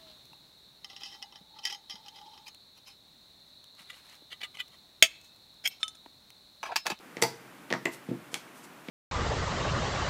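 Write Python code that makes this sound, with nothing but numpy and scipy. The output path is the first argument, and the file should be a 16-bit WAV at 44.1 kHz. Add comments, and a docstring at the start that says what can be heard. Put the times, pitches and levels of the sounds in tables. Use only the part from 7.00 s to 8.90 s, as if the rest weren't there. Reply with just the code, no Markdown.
"""Stiff jigsaw pieces tap and click on their edges as they are put down on a small table.
Each tap is a click and a short rattle that rings in the piece and thumps the table top; one piece
slaps flat and sounds its own modes. A soft hand bumps the table, and pieces slide briefly with a
grainy rub. The quiet room answers each knock over a faint steady hiss."""
import sys
import numpy as np
from scipy import signal
from scipy.fft import rfft, irfft
from scipy.io import wavfile

SR = 44100
rng = np.random.default_rng(int(sys.argv[2]) if len(sys.argv) > 2 else 0)


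def unload_wav(signal):
    """Save mono or channel-first audio to the path in sys.argv[1] as 16-bit WAV at rate SR, clipped to [-1, 1]."""
    wavfile.write(
        sys.argv[1],
        SR,
        np.round(np.clip(np.atleast_2d(signal).T, -1, 1) * 32767).astype(np.int16),
    )


N = 83790
T = np.arange(N) / SR
HZ = np.maximum(np.fft.rfftfreq(N, 1 / SR), 1)

# A piece hits the table. Each row: start in seconds, click level in dB, rattle in dB above the click,
# contact brightness in Hz, table thump in dB, thump cut-off in Hz, ring pitch in Hz, ring width in Hz,
# ring boost in dB, upper ring pitch in Hz, upper boost in dB, edge snap in dB relative to the click.
TAPS = [(0.169, -20.5, 4, 5800, -13, 495, 2050, 330, 16.5, 5500, 3, -21),
        (0.2175, -20, 9.5, 11000, -11, 706, 2000, 284, 11, 7800, 10, -22),
        (0.2228, -3, 3.5, 10400, -8.5, 670, 2090, 200, 8, 6030, 10, -7),
        (0.2243, -3, 6.5, 9000, -6, 790, 2040, 170, 14, 5920, 6.5, -8),
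        (0.2329, -15, 5, 10900, -6.5, 815, 1110, 200, 1, 4880, 19, 5),
        (0.2376, -11.5, 5, 9000, -24, 885, 2400, 280, 8.5, 4720, 15, -5),
        (0.7035, -11.5, 2, 4200, -18, 402, 2470, 400, 6, 3300, 3.5, -23),
        (0.7070, -18.5, 8, 3400, -16, 483, 1940, 280, 12, 3100, 2, -22),
        (0.7124, -24.5, 11, 5200, -7, 596, 1860, 280, 13, 5000, -3, -20),
        (0.7264, -4.5, 0, 4950, -0.5, 775, 1886, 150, 21, 5650, 8, -24),
        (0.7377, -19, 7, 6000, -9, 600, 1250, 527, 17.5, 4130, -0.5, -24),
        (0.8548, -14, 4.5, 6660, -5, 300, 2000, 200, 21, 7500, 13.5, -4.5),
        (0.8577, -14, 4.5, 3000, -1.5, 500, 1990, 242, 20.5, 2700, 11.5, -14),
        (1.3425, -7, 1.5, 9650, -18, 630, 2270, 220.6, 12, 3250, 10.5, -18),
        (1.8854, -20, 4, 4300, -11, 260, 2270, 280, 13.5, 3480, 6, -22)]


def edge_taps():
    """A piece clicks and rattles through two of its resonances; its hard edge adds a bright snap."""
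    out = 0
    for start, db, rattle_db, bright_hz, _, _, *ring, upper_hz, upper_db, snap_db in TAPS:
        contact = burst(t60=0.0285, click=from_db(-rattle_db), passes=2)
        contact *= np.hypot(1, from_db(rattle_db))  # click and rattle add in energy
        contact = cut(contact, bright_hz, "low", order=3)
        contact = cut(contact, 300, "high")
        body = resonate(contact, *ring)
        body = resonate(body, upper_hz, width_hz=310, boost_db=upper_db)
        snap = cut(dying_noise(t60=0.01), 9000, "high")
        out += at(start, from_db(db) * (body + from_db(snap_db) * snap))
    return out


def flat_slap():
    """One piece lands flat and rings in its own modes."""
    # Modes of the piece. Each row: pitch in Hz, relative level in dB, time to fall 60 dB in seconds.
    piece_modes = [(460, -6, 0.075), (466.5, 5, 0.086), (673, -6.5, .14), (818, -7, 0.1), (881, 1.5, 0.081),
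                   (957, -9, 0.14), (1560, -19, 0.22), (2026, -5, 0.13), (4540, -8, 0.14),
                   (4590, -10, 0.092), (5200, -18, 0.15), (6000, -29, 0.061)]
    return at(0.2245, from_db(-28) * modes(piece_modes))


def table_knocks():
    """Tapping pieces and a soft hand push the table top: a short thud, then its low modes ring on."""
    # Modes of the top. Each row: pitch in Hz, relative level in dB, time to fall 60 dB in seconds.
    table_modes = [(120, -22, .3), (132, -9.5, 0.36), (183.5, -17.5, 0.26), (213.6, -16.5, 0.24),
                   (255, -8.5, 0.18), (291.4, -15, 0.17), (342.2, -6, 0.13), (407.4, -8.5, 0.078),
                   (468.5, -6, 0.13), (511, -9, 0.12), (656, -8.5, 0.078), (900, -3, 0.026)]
    # Hand bumps. Each row: start in seconds, level in dB, thump cut-off in Hz, softness cut-off in Hz.
    hand_bumps = [(1.0876, -5.5, 233, 440), (1.1125, -2.5, 210, 410), (1.1162, -6.5, 450, 566),
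                  (1.1268, -13, 200, 300), (1.331, -20, 600, 900)]
    ring = from_db(-29) * modes(table_modes)

    def knock(db, thump_hz, ringing):
        push = burst(t60=0.035, click=from_db(-2))
        push = cut(push, thump_hz, "low", order=3)
        thud = unit(cut(push, 171, "high"))
        return from_db(db) * (ringing + from_db(-3) * thud)

    out = 0
    for start, _, _, _, db, thump_hz, *_ in TAPS:
        out += at(start, knock(db, thump_hz, ring))
    for start, db, thump_hz, soft_hz in hand_bumps:
        bump = knock(db, thump_hz, from_db(3.5) * ring)  # a heavy hand rings the top more than a piece
        out += at(start, cut(bump, soft_hz, "low", order=3))
    return out


def slides():
    """A piece or a finger slides: grainy friction that swells quickly and fades."""
    # Each row: start in seconds, length in seconds, level in dB, low cut in Hz, brightness in Hz.
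    strokes = [(0.173, 0.04, -50.5, 250, 2180), (0.913, 0.056, -49.5, 900, 13000),
               (1.078, 0.045, -55.5, 1500, 2500), (1.311, 0.063, -53.5, 477, 9150),
               (1.545, 0.086, -60, 5000, 11000), (1.627, 0.039, -55.5, 6000, 7840),
               (1.836, 0.21, -57.5, 1200, 3930)]
    grain_db = 5
    out = 0
    for start, length, db, low_hz, bright_hz in strokes:
        grains = rng.standard_normal(N) * from_db(grain_db * rng.standard_normal(N))
        grains = cut(grains, bright_hz, "low")
        rub = unit(cut(grains, low_hz, "high")) * np.sqrt(N)
        progress = np.clip((T - start) / length, 0, 1)
        swell = np.sin(np.pi * progress ** 0.72)
        out += from_db(db) * rub * swell
    return out


def room_reverb(direct):
    """The room answers with dense early reflections and a longer tail, band by band."""
    # Each row: band centre in Hz, early reflections in dB, tail in dB, tail's 60 dB decay in seconds.
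    bands = [(108, -7.5, -6, 0.87), (181, -11.5, -7, 0.32), (450, -11, -12.5, 0.42), (940, 1.5, -4.5, 0.28),
             (2170, -11.5, -10.5, 0.33), (4600, -10, -8.5, 0.33), (13000, -14, -7, 0.24)]
    first_echo_s = 0.008
    log_centres = np.log([band[0] for band in bands])
    early = rfft(burst(t60=0.1))
    spectrum = 0
    for selector, (_, early_db, tail_db, t60) in zip(np.eye(len(bands)), bands):
        tail = rfft(dying_noise(t60))
        crossfade = np.interp(np.log(HZ), log_centres, selector)
        spectrum += crossfade * (from_db(early_db) * early + from_db(tail_db) * tail)
    response = at(first_echo_s, irfft(spectrum, N)[:N // 2])
    reverb = signal.fftconvolve(direct, response)[:N]
    return cut(reverb, 108, "high", order=8)


def room_hiss():
    """Faint, steady room air, strongest in the low mids."""
    # Colour of the air. Each row: frequency in Hz, relative noise density in dB.
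    air_spectrum = [(25, -27), (60, -25), (100, -20), (135, -6.5), (170, -4), (290, -1.5), (420, -6.5),
                    (600, -8.5), (1400, -8.5), (2600, -14.5), (3300, -18.5), (5000, -24.5), (10000, -26),
                    (15500, -28.5)]
    hz, db = np.transpose(air_spectrum)
    colour = from_db(np.interp(np.log(HZ), np.log(hz), db))
    air = irfft(rfft(rng.standard_normal(N)) * colour, N)
    return from_db(-51.5) * np.sqrt(N) * unit(air)


def from_db(db):
    """Decibels to gain."""
    return 10 ** (np.asarray(db) / 20)


def unit(x):
    """Scale to energy 1."""
    return x / np.sqrt(np.sum(x ** 2) + 1e-20)


def dying(t60):
    """Exponential decay that falls 60 dB in t60 seconds."""
    return np.exp(-np.log(1000) * np.minimum(T / t60, 10))


def dying_noise(t60):
    """Decaying white noise of energy 1."""
    return unit(rng.standard_normal(N) * dying(t60))


def cut(x, hz, kind, order=2):
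    """Butterworth low- or high-pass."""
    return signal.sosfilt(signal.butter(order, hz, kind, fs=SR, output="sos"), x + 1e-18)


def resonate(x, hz, width_hz, boost_db):
    """Boost or dip one resonant band of a sound."""
    radius = np.exp(-np.pi * width_hz / SR)
    feedback = [1, -2 * radius * np.cos(2 * np.pi * hz / SR), radius ** 2]
    band = signal.lfilter([1, 0, -1], feedback, x) * (1 - radius ** 2) / 2
    return x + (from_db(boost_db) - 1) * band


def at(start, x):
    """Place a sound at its start time in seconds."""
    return np.concatenate([np.zeros(int(start * SR)), x])[:N]


def modes(table):
    """Decaying sines of a struck body."""
    return sum(from_db(db) * dying(t60) * np.sin(2 * np.pi * hz * T) for hz, db, t60 in table)


def burst(t60, click=0, passes=4):
    """Many short, dense modes: dying noise with an even spectrum, optionally led by a click."""
    x = click * (T == 0) + dying_noise(t60)
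    for _ in range(passes):
        flat_spectrum = np.exp(1j * np.angle(rfft(x)))
        x = irfft(flat_spectrum, N) * dying(2 * passes * t60)
    return unit(x)


def scene():
    """Pieces and table in the room, in mono, with the deep bass cut from the knocks."""
    direct = edge_taps() + flat_slap() + table_knocks() + slides()
    direct = cut(direct, 122, "high", order=6)
    return (direct + room_reverb(direct) + room_hiss())[None]


def record(dry):
    """A steep low-pass takes off the highest treble."""
    cutoff_hz = 15450
    return signal.sosfilt(signal.ellip(10, .1, 70, cutoff_hz, fs=SR, output="sos"), dry)


dry = scene()
out = record(dry)
unload_wav(out)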